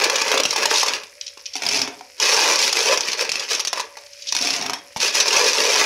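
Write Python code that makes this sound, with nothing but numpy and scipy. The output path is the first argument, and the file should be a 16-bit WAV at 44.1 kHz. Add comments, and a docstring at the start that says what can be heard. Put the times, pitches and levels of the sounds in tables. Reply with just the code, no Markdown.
"""Sauce simmers in a wok in a small kitchen over faint tones while a hand scoops cockles from a bowl:
contacts ring small shells for milliseconds and knock the hollow bowl, which also bumps the counter.
Shells click in the raised hand, then clatter into the sauce-damped wok with low plops.
A second handful is scooped, carried and dropped, one shell pings on the spatula, and scooping resumes.
Damped sines make the rings and bubbles, shaped noise bursts the cracks and thuds."""
import sys
import numpy as np
from scipy import signal
from scipy.fft import rfft, irfft
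from scipy.io import wavfile
from scipy.ndimage import uniform_filter1d, minimum_filter1d

SR = 44100
rng = np.random.default_rng(int(sys.argv[2]) if len(sys.argv) > 2 else 0)


def persist_wave(psi):
    """Save psi, clipped to +-1, as 16-bit WAV."""
    counts = np.round(np.clip(psi, -1, 1) * 32767).astype(np.int16)
    wavfile.write(sys.argv[1], SR, np.atleast_2d(counts).T)


N = 257984
T = np.arange(N) / SR
TOP_HZ = 15700


def amp(db):
    """Decibels to gain."""
    return 10 ** (np.asarray(db) / 20)


def unit(x):
    """Scale each row to unit energy."""
    return x / np.sqrt(np.sum(x ** 2, axis=-1, keepdims=True))


def at_hz(points, hz):
    """Read (Hz, value) points on a log-frequency axis."""
    f, value = np.transpose(points)
    return np.interp(np.log(np.maximum(hz, 1)), np.log(f), value)


def colour(points, size=2048):
    """Minimum-phase impulse response with the given spectrum shape, unit energy."""
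    log_gain = np.log(amp(at_hz(points, np.fft.rfftfreq(size, 1 / SR))))
    cepstrum = irfft(log_gain)
    # fold the cepstrum to make the response causal
    cepstrum[1:size // 2] *= 2
    cepstrum[size // 2 + 1:] = 0
    return unit(irfft(np.exp(rfft(cepstrum))))


def through(x, response):
    """Pass a sound through an impulse response."""
    return signal.fftconvolve(x, response)[:N]


def high_pass(x, hz):
    """Second-order low cut."""
    return signal.sosfilt(signal.butter(2, hz, "high", fs=SR, output="sos"), x)


def place(times, waves):
    """Sum short waves (one a row) at their start times."""
    index = np.maximum(times * SR, 0).astype(int)[:, None] + np.arange(waves.shape[1])
    return np.bincount(index.ravel(), waves.ravel(), N)[:N]


def bursts(n, t60, size):
    """Decaying noise bursts of unit energy, one a row."""
    decay = amp(-60 * np.arange(size) / SR / t60)
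    return unit(rng.standard_normal((n, size)) * decay)


def ring(hz, t60, size):
    """Damped sines of unit energy, one a row."""
    t = np.arange(size) / SR
    decay = np.exp(-np.log(1000) * t / np.reshape(t60, (-1, 1)))
    return unit(np.sin(2 * np.pi * hz[:, None] * t) * decay)


def gesture(start, length, rise, sag, settle):
    """Level/dB of a hand movement: rises up to start, sags (swells if negative), settles; all in dB/s."""
    t = T - start
    return -rise * np.maximum(-t, 0) - sag * np.clip(t, 0, length) - settle * np.maximum(t - length, 0)


# simmering sauce spectrum: f/Hz, relative level/dB
SIMMER_SPECTRUM = [(30, 6), (95, 0), (150, -25), (380, -18), (530, 1.5), (750, -17.5), (1400, -10),
                   (2400, 0.5), (3500, -12), (5300, 2.5), (8000, -13.5), (10500, -11.5), (16000, -30)]
SIMMER_RMS_DB = -46.5
# larger bubbles: t/s, level/dB, f/Hz
BUBBLES = [(2.012, -27, 1020), (3.955, -18, 2000), (4.148, -32, 1500)]


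def sauce(count=9000, surge_db=2.5):
    """Tiny bubbles burst in surges, each at its own pitch, over the stove's rush; a few larger ones pop."""
    sizes = amp(8 * np.minimum(rng.standard_normal((count, 1)), 2.0))
    times = rng.random(count) * N / SR
    pops = place(times, sizes * ring(rng.uniform(900, TOP_HZ, count), 0.002, size=200))
    steps = np.arange(0, N / SR, .03)
    surge = amp(surge_db * np.interp(T, steps, rng.standard_normal(len(steps))))
    rush = unit(rng.standard_normal(N))
    fizz = through(unit(surge * pops) + rush, colour(SIMMER_SPECTRUM))
    t, db, hz = np.transpose(BUBBLES)
    larger = place(t, amp(db)[:, None] * ring(hz, 0.021, size=1500))
    return amp(SIMMER_RMS_DB) * np.sqrt(N) * unit(fizz) + larger


# background tones: f/Hz, level/dB, t60/s
HUM_TONES = [(91.1, -73.5, 0.4), (508, -65, 2), (569, -60, 4.5)]
# swells of one further tone: middle t/s, half length/s (to 1/e), peak level/dB
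SWELLS = [(1.192, 0.022, -48), (4.06, 0.037, -49), (4.202, 0.016, -52)]
SWELL_HZ = 586


def hum():
    """Noise-driven resonances waver faintly in the background; a further tone swells now and then."""
    hz, db, t60 = np.transpose(HUM_TONES)
    tones = through(rng.standard_normal(N), amp(db) @ ring(hz, t60, size=50000))
    swell = sum(amp(peak_db) * np.exp(-((T - middle) / width) ** 2) for middle, width, peak_db in SWELLS)
    return tones + swell * np.sin(2 * np.pi * SWELL_HZ * T)


# typical shell modes: f/Hz, relative level/dB, t60/s, spread between shells/octaves
SHELL_MODES = [(2538, -6, 0.012, 0.12), (3447, -12.5, 0.016, 0.225), (4680, -3, 0.0042, 0.23),
               (5520, 0, 0.012, 0.13)]
# contact crack spectrum: f/Hz, relative level/dB
CRACK_SPECTRUM = [(60, -41), (1000, -21), (2000, 0.5), (6200, 6.5), (8000, -7.5), (10500, -7),
                  (16000, -26.5)]


def shells(times, sizes, crack_db, variety=1):
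    """Shell on shell: a crack, and brief modes whose pitch and share differ with every contact."""
    waves = 0
    for hz, db, t60, spread in SHELL_MODES:
        chance = variety * rng.standard_normal((len(times), 2))
        own_hz = hz * 2 ** (spread * chance[:, 0])
        share = amp(db + 4.4 * chance[:, 1:]) * rng.choice([-1, 1], (len(times), 1))
        waves = waves + share * ring(own_hz, t60, size=400)
    # edge contacts crack sharply, cushioned ones hardly at all
    sharpness = amp(4 * variety * rng.standard_normal(len(times)).clip(-2, 1.5))
    cracks = place(times, (sizes * sharpness)[:, None] * bursts(len(times), 0.0073, size=400))
    rings = high_pass(place(times, sizes[:, None] * unit(waves)), 1320)  # small shells radiate no bass
    # a wet contact lasts a moment, which softens the top of the ring
    rings = signal.sosfilt(signal.butter(2, 8000, fs=SR, output="sos"), rings)
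    return rings + amp(crack_db) * through(cracks, colour(CRACK_SPECTRUM))


def knocks(times, db, rattle_db, rattle_s, count=4):
    """One hard contact each, passed on at once to the neighbouring shells."""
    late = (np.arange(count) + rng.random((len(times), count))) / count
    sizes = amp(db + rattle_db)[:, None] * unit(amp(-7 * late))
    after = times[:, None] + 0.000984 + np.reshape(rattle_s, (-1, 1)) * late
    first = shells(times, amp(db), crack_db=-3.0, variety=0.29)
    return first + shells(after.ravel(), sizes.ravel(), crack_db=-1.5)


# dull vessel thud spectrum: f/Hz, relative level/dB
THUD_SPECTRUM = [(30, -50), (150, -36), (320, -8), (430, -6), (900, -3.5), (2000, -8.5), (9000, -31)]


def vessel(times, sizes, modes, thud_db, count=3):
    """Contacts knock a vessel: its modes ring over a dull thud, a little differently at each spot."""
    hz, db, t60 = np.transpose(modes)
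    pushes = sizes[:, None] * bursts(len(times), 0.003, size=200)
    out = amp(thud_db) * through(place(times, pushes), colour(THUD_SPECTRUM))
    for spot in range(count):
        chance = rng.standard_normal((2, len(hz)))
        weights = amp(db + 1.53 * chance[0]) * rng.choice([-1, 1], len(hz))
        body = unit(weights @ ring(hz * (1 + 0.022 * chance[1]), t60, size=20000))
        blows = place(times[spot::count], pushes[spot::count])
        out = out + through(blows, high_pass(body, 1.45 * hz[0]))
    return out


def struck(times, db, note_hz, modes, focus_db, thud_db):
    """Firm blows on a vessel: modes lose focus_db for every octave away from the favoured note."""
    hz, mode_db, t60 = np.transpose(modes)
    chance = rng.standard_normal((len(times), 2, len(hz)))
    octaves_off = abs(np.log2(hz / note_hz[:, None]))
    weights = amp(mode_db - focus_db * octaves_off + 2.5 * chance[:, 0]) * np.sign(chance[:, 1])
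    sizes = amp(db)[:, None]
    body = place(times, sizes * unit(weights @ ring(hz, t60, size=7000)))
    thud = through(place(times, sizes * bursts(len(times), 0.0062, size=500)), colour(THUD_SPECTRUM))
    return high_pass(body, 1.93 * hz[0]) + amp(thud_db) * thud


CONTACTS_PER_S = 520


def tumble(clatter_db, push_db, modes, shell_db, thud_db, scuff_db, scatter_db):
    """Hundreds of small contacts a second, of varied hardness, knock a vessel; wet shells scuff along."""
    count = int(CONTACTS_PER_S * N / SR)
    times = (np.arange(count) + 2 * rng.random(count) - 1) / CONTACTS_PER_S
    # one shell sets off the next, so contacts in a row are alike in hardness
    chance = unit(uniform_filter1d(rng.standard_normal(count), size=2)) * np.sqrt(count)
    size = unit(amp(scatter_db * np.minimum(chance, 1.7))) * np.sqrt(N)
    clatter = size * amp(np.interp(times, T, clatter_db) + shell_db)
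    push = size * amp(np.interp(times, T, push_db))
    # scuffing grows faster than the clatter
    scuff_noise = amp(clatter_db) ** 2.04 * rng.standard_normal(N)
    scuff = amp(scuff_db) * through(scuff_noise, colour(CRACK_SPECTRUM))
    contacts = shells(times, clatter, crack_db=-5.5) + vessel(times, push, modes, thud_db)
    return contacts + high_pass(scuff, 2100)


# loaded bowl modes: f/Hz, relative level/dB, t60/s
BOWL_MODES = [(262, -10, 0.13), (401.7, -3, 0.058), (439.3, -1.5, 0.12), (491.4, -0.5, 0.059),
              (549, -2.5, 0.041), (603, -8, 0.15), (894, -1, 0.041), (1013, -2, 0.048), (1155, -5.5, 0.08),
              (1600, -7, 0.085), (1693, -3.5, 0.096), (2030, -4, 0.04), (2473, 5, 0.01)]
# finger strokes: start t/s, length/s, relative clatter level/dB, bowl push re clatter/dB
DIGS = [(0.0, 0.045, -20, -2.5), (0.121, 0.24, -23, -6), (0.298, 0.08, -24.5, -2.5),
        (0.456, 0.048, -27.5, -10.5), (0.577, 0.048, -21.5, -4), (0.704, 0.11, -17.5, -17.5),
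        (0.868, 0.085, -26, -6), (2.218, 0.32, -17, -9), (2.589, 0.09, -16.5, -13),
        (2.757, 0.18, -18, -8.5), (3.028, 0.093, -25, -11), (3.186, 0.04, -21, -8),
        (3.335, 0.1, -28, -11.5), (3.497, 0.053, -21, -12), (3.765, 0.008, -31, -2.5),
        (5.012, 0.06, -17, -12.5), (5.143, 0.057, -16.5, -10.5), (5.257, 0.11, -19.5, -9),
        (5.321, 0.17, -17.5, -10.5), (5.54, 0.36, -18, -10), (5.793, 0.018, -15, -4.5)]
# quick onset, slight swell (negative sag), then the heap comes to rest
DIG_RISE_DB_PER_S, DIG_SAG_DB_PER_S, DIG_SETTLE_DB_PER_S = 740, -2.5, 257
# shell on bowl wall: t/s, relative level/dB, bowl re shell/dB, favoured bowl f/Hz, rattle length/s
BOWL_KNOCKS = [(.038, -3.5, -1.5, 840, 0.0093), (0.0977, -8, 3, 1000, 0.0087),
               (0.157, -6.5, 0, 500, 0.0076), (0.2158, -6.5, -3.5, 1120, 0.0073),
               (.316, -8, 5.5, 480, 0.0075), (.341, -9.5, 9, 447, 0.0084), (0.3742, -8.5, 0, 450, 0.0071),
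               (.4, -6.5, 2.5, 500, 0.0053), (0.528, -12.5, 2.5, 1010, 0.0092),
               (0.561, -8, -1.5, 920, 0.0057), (0.623, -15, -2, 550, 0.0038),
               (0.631, -10.5, 4, 1600, 0.0078), (0.655, -3.5, -1.5, 600, 0.005),
               (0.7129, -15, 13, 605, 0.0077), (0.83, -9, 4, 880, 0.0035), (0.862, -12.5, 1.5, 800, 0.0057),
               (0.8816, -8.5, -3, 960, 0.0068), (1.373, -28, -2.5, 1060, .005),
               (2.1994, -9.5, -5, 930, 0.016), (3.208, -10.5, -13, 1000, 0.0051),
               (3.5148, -15.5, 2, 452, 0.0024), (3.5957, -7.5, -10.5, 1010, 0.015),
               (3.7301, -23, 8, 1020, 0.0069), (3.774, -15.5, 3, 1000, 0.012), (3.797, -11, 2, 1050, 0.012),
               (3.97, -24, -0.5, 950, 0.0037), (4.962, -15, 1.5, 754, 0.018), (5.279, -4.5, -4, 725, 0.01)]


def scooping(body_db=0.0):
    """The hand digs through the shells in the bowl, stroke by stroke, and some knock its wall."""
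    strokes = np.array([db + gesture(start, length, DIG_RISE_DB_PER_S, DIG_SAG_DB_PER_S, DIG_SETTLE_DB_PER_S)
                        for start, length, db, _ in DIGS])
    pushes = strokes + np.array(DIGS)[:, 3:] + body_db
    rattle = tumble(strokes.max(axis=0), pushes.max(axis=0), BOWL_MODES,
                    shell_db=-5.0, thud_db=-4.5, scuff_db=7.0, scatter_db=3.5)
    t, db, bowl_db, note_hz, rattle_s = np.transpose(BOWL_KNOCKS)
    wall = struck(t, db + bowl_db + 11.0, note_hz, BOWL_MODES, focus_db=11, thud_db=-4.5)
    return rattle + knocks(t, db + 5.5, rattle_db=6.5, rattle_s=rattle_s) + wall


# heap shoved along the bowl wall: middle t/s, length/s, relative level/dB, favoured f/Hz
SHOVES = [(0.059, 0.072, -24.5, 490), (0.36, 0.078, -29, 454), (0.743, 0.041, -26, 865),
          (2.427, 0.32, -28, 900), (2.48, 0.1, -27, 534), (2.899, 0.11, -23, 564), (5.371, 0.082, -25, 860),
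          (5.421, 0.12, -23.5, 470), (5.634, 0.15, -25, 504), (5.809, 0.08, -29, 500)]


def shoving(count=24):
    """Ribbed shells stick and slip on the bowl wall and draw out the hollow modes near one note."""
    middle, length, db, note_hz = np.transpose(SHOVES)[:, :, None]
    along = (np.arange(count) + rng.random((len(SHOVES), count))) / count
    sizes = amp(db) * unit(np.sqrt(np.sin(np.pi * along))) * np.sqrt(length * SR)
    slips = middle + length * (along - .5)
    slip_db = 20 * np.log10(sizes.ravel())
    return struck(slips.ravel(), slip_db, np.repeat(note_hz, count), BOWL_MODES, focus_db=11.5, thud_db=-21)


# hard shell-on-shell clacks: t/s, relative level/dB, note f/Hz
CLACKS = [(0.281, -7.5, 2820), (0.435, -3.5, 5500), (0.453, 1.5, 2760), (0.5081, -3, 5400),
          (0.782, -4, 5740), (0.9358, -7, 2730), (1.035, -19.5, 2450), (1.6217, -16, 5100),
          (1.635, -9, 2450), (1.653, -13, 6550), (1.665, -3, 4940), (1.688, -3.5, 5440), (1.712, -10, 2320),
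          (1.726, -10, 5600), (1.745, -7, 2380), (1.762, -8.5, 4840), (1.773, -6, 5470),
          (1.817, -0.5, 5180), (2.558, -2, 5610), (2.728, 1.5, 5370), (2.9744, -2, 5700),
          (3.0077, -4.5, 5980), (3.085, -6.5, 2430), (3.119, -9.5, 5560), (3.1315, -5.5, 4320),
          (3.2925, -5, 2440), (3.318, -5, 5300), (3.356, -7, 2590), (3.396, -12.5, 5000), (3.55, -7, 5500),
          (3.6499, -7, 4770), (3.673, -7.5, 6050), (3.68, -9, 5400), (3.7302, -4, 5620), (4.324, -2, 5800),
          (4.35, -3.5, 5370), (4.3654, -3.5, 5100), (4.413, -8, 5660), (4.424, -7, 5430), (4.472, -5, 2400),
          (4.505, -6, 5200), (4.539, -10, 4970), (4.564, -10, 5700), (4.613, -14.5, 5660),
          (4.624, -12, 5360), (4.7338, -6.5, 5330), (5.003, -7, 4400), (5.153, -1.5, 5620),
          (5.17, -11, 5900), (5.201, 4.5, 5940), (5.329, -3, 5530), (5.366, 3, 5830), (5.443, -9, 5800),
          (5.483, -21, 5800), (5.5326, -2, 5600)]
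CLACK_NOTE_DB, CLACK_BODY_DB, CLACK_T60_S = 7, -6, 0.013  # levels re clack


def clacking():
    """Single shells snap against neighbours: a brief note of their own, a dull knock from the heap below."""
    t, db, hz = np.transpose(CLACKS)
    notes = place(t, amp(db + CLACK_NOTE_DB)[:, None] * ring(hz, CLACK_T60_S, size=600))
    blows = place(t, amp(db + CLACK_BODY_DB)[:, None] * bursts(len(t), CLACK_T60_S, size=600))
    heap = through(blows, colour(THUD_SPECTRUM))
    return knocks(t, db + 5.5, rattle_db=-3.5, rattle_s=.007) + notes + high_pass(heap, 320)


# counter modes: f/Hz, relative level/dB, t60/s
COUNTER_MODES = [(60.6, -2, 0.07), (92.5, -5, 0.078), (242, 5, 0.012)]
# bowl on counter: t/s, relative level/dB
BUMPS = [(0.454, -16.5), (0.657, -23), (2.364, -26), (4.963, -17.5)]


def bumping():
    """The digging hand rocks the bowl against the counter, whose low modes thump softly."""
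    t, bump_db = np.transpose(BUMPS)
    hz, db, t60 = np.transpose(COUNTER_MODES)
    thump = unit(amp(db) @ ring(hz, t60, size=8000))
    return place(t, amp(bump_db + 11.5)[:, None] * thump)


# shells shifting in the raised hand: t/s, relative level/dB, rattle length/s
HAND_CLICKS = [(1.211, -25.5, .003), (1.264, -29.5, .007), (1.278, -31.5, .002), (1.285, -36, .002),
               (1.393, -42, .006), (1.457, -23.5, .009), (1.535, -29, .012), (2.181, -41, .012),
               (3.985, -40, .004), (4.062, -40, .006), (4.131, -38.5, .004), (4.221, -34, .008),
               (4.27, -24, .012), (4.284, -22, .012)]


def carrying():
    """Shells click in the hand: thin, with no vessel under them, and the fingers muffle their top."""
    t, db, rattle_s = np.transpose(HAND_CLICKS)
    clicks = knocks(t, db + 16, rattle_db=6.5, rattle_s=rattle_s)
    return signal.sosfilt(signal.butter(2, [2800, 6800], "band", fs=SR, output="sos"), clicks)


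PLOP_DB = -17  # re push on the wok


def plops(push_db, hz=300, octaves=0.42, t60=0.065, count=1100):
    """Shells plunge into the thick sauce: many low, quickly damped bubbles."""
    times = (np.arange(count) + rng.random(count)) / count * N / SR
    chance = rng.standard_normal((2, count))
    sizes = amp(np.interp(times, T, push_db) + 2 * chance[0]) * np.sqrt(N / count)
    bubbles = ring(hz * 2 ** (octaves * chance[1]), t60, size=3000)
    return high_pass(place(times, sizes[:, None] * bubbles), 204)


# sauce-damped wok modes: f/Hz, relative level/dB, t60/s
WOK_MODES = [(106, -0.5, 0.12), (277, 3.5, 0.079), (422, -0.5, 0.28), (736, 5, 0.056), (954, 5.5, 0.017),
             (1276, -1, 0.016), (1520, 3.5, 0.0048), (2250, 7, 0.023)]
# handfuls: bulk lands t/s, length/s, relative clatter level/dB, finger opening rate/(dB/s)
HANDFULS = [(1.728, 0.098, -18, 137), (4.474, 0.18, -17.5, 88)]
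# the fall thins out while it lasts, then the heap settles
FALL_SAG_DB_PER_S, FALL_SETTLE_DB_PER_S = 76, 218
# the wok is pushed from before the bulk to after it
WOK_PUSH_DB, WOK_LEAD_S, WOK_LAG_S = -33.5, 0.057, 0.021
# shell through to the wok: t/s, relative level/dB, wok re shell/dB, favoured wok f/Hz, rattle length/s
WOK_KNOCKS = [(1.5545, -1.5, -5, 676, 0.028), (1.6212, -7, -2, 900, .004), (1.8759, -11, 5.5, 485, 0.01),
              (2.009, -23.5, 10.5, 990, 0.0032), (4.322, -28, -3, 950, 0.006),
              (4.351, -17, 6.5, 800, 0.0041), (4.4483, -4.5, -3.5, 700, .005),
              (4.6625, -4, -6, 1300, 0.0024), (4.6968, -3.5, 2.5, 1040, .009),
              (4.7329, -19, 11, 810, 0.0079), (4.785, -28, 3, 1300, .003)]
# one shell pings on the steel spatula
PING_S, PING_HZ, PING_DB, PING_T60_S = 4.736, 3262, -8, 0.17


def dropping():
    """A few shells slip out ahead; then the handful lands on the heap and in the sauce."""
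    clatter = [db + gesture(start, length, rise, FALL_SAG_DB_PER_S, FALL_SETTLE_DB_PER_S)
               for start, length, db, rise in HANDFULS]
    pushes = [WOK_PUSH_DB + gesture(start - WOK_LEAD_S, WOK_LEAD_S + length + WOK_LAG_S,
                                    rise=210, sag=6.9, settle=164)
              for start, length, _, _ in HANDFULS]
    push_db = np.max(pushes, axis=0)
    rattle = tumble(np.max(clatter, axis=0), push_db, WOK_MODES,
                    shell_db=-5.5, thud_db=-4.5, scuff_db=-4, scatter_db=2.5)
    t, db, wok_db, note_hz, rattle_s = np.transpose(WOK_KNOCKS)
    pan = struck(t, db + wok_db + 3.0, note_hz, WOK_MODES, focus_db=7, thud_db=-17.5)
    ping = place(np.array([PING_S]), amp(PING_DB) * ring(np.array([PING_HZ]), PING_T60_S, size=8000))
    hits = knocks(t, db + 0.5, rattle_db=0.0, rattle_s=rattle_s)
    return rattle + hits + pan + ping + plops(push_db + PLOP_DB)


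# kitchen reverberation: f/Hz, t60/s
KITCHEN_T60 = [(150, 0.45), (2000, 0.34), (14000, 0.076)]


def wall_tail(size=20000, count=9):
    """The short tail of the walls as heard from one spot; the treble dies first."""
    t = np.arange(size) / SR
    hz = np.fft.rfftfreq(size, 1 / SR)
    edges = np.append(0, np.geomspace(200, SR / 2, count))
    noise = rfft(rng.standard_normal(size))
    tail = 0
    for lo, hi in zip(edges, edges[1:]):
        band = irfft(noise * ((hz >= lo) & (hz < hi)))
        tail = tail + band * np.exp(-np.log(1000) * t / at_hz(KITCHEN_T60, (lo + hi) / 2))
    return unit(tail * (t > .006))


def kitchen(x, early_db, tail_db, count=5):
    """Near surfaces answer within milliseconds, walls leave a tail; both vary from moment to moment."""
    step = 1024
    padded = np.pad(x, (0, 2 * step))
    frames = np.lib.stride_tricks.sliding_window_view(padded, 2 * step)[::step]
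    moments = frames * np.hanning(2 * step)
    starts = np.arange(len(moments)) * step / SR
    surfaces = unit(bursts(len(moments), 0.019, step) * (T[:step] > .001))
    early = place(starts, signal.fftconvolve(moments, surfaces, axes=1))
    # successive moments take turns through the wall tails
    tail = sum(through(place(starts[spot::count], moments[spot::count]), wall_tail()) for spot in range(count))
    return x + amp(early_db) * early + amp(tail_db) * tail


def scene():
    """Handling in the kitchen, plus sauce and background tones, at one microphone."""
    handling = scooping() + shoving() + bumping() + clacking() + carrying() + dropping()
    return (kitchen(handling, early_db=-4.0, tail_db=-8) + sauce() + hum())[None]


def record(dry):
    """The recorder thins the bass, ducks for an instant at the highest peaks and cuts the top."""
    ceiling = .68
    thinned = high_pass(dry, 120)
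    gain = ceiling / np.maximum(abs(thinned), ceiling)
    limited = thinned * uniform_filter1d(minimum_filter1d(gain, size=45), size=45)
    return signal.sosfilt(signal.ellip(10, .2, 80, TOP_HZ, fs=SR, output="sos"), limited)


dry = scene()
out = record(dry)
persist_wave(out)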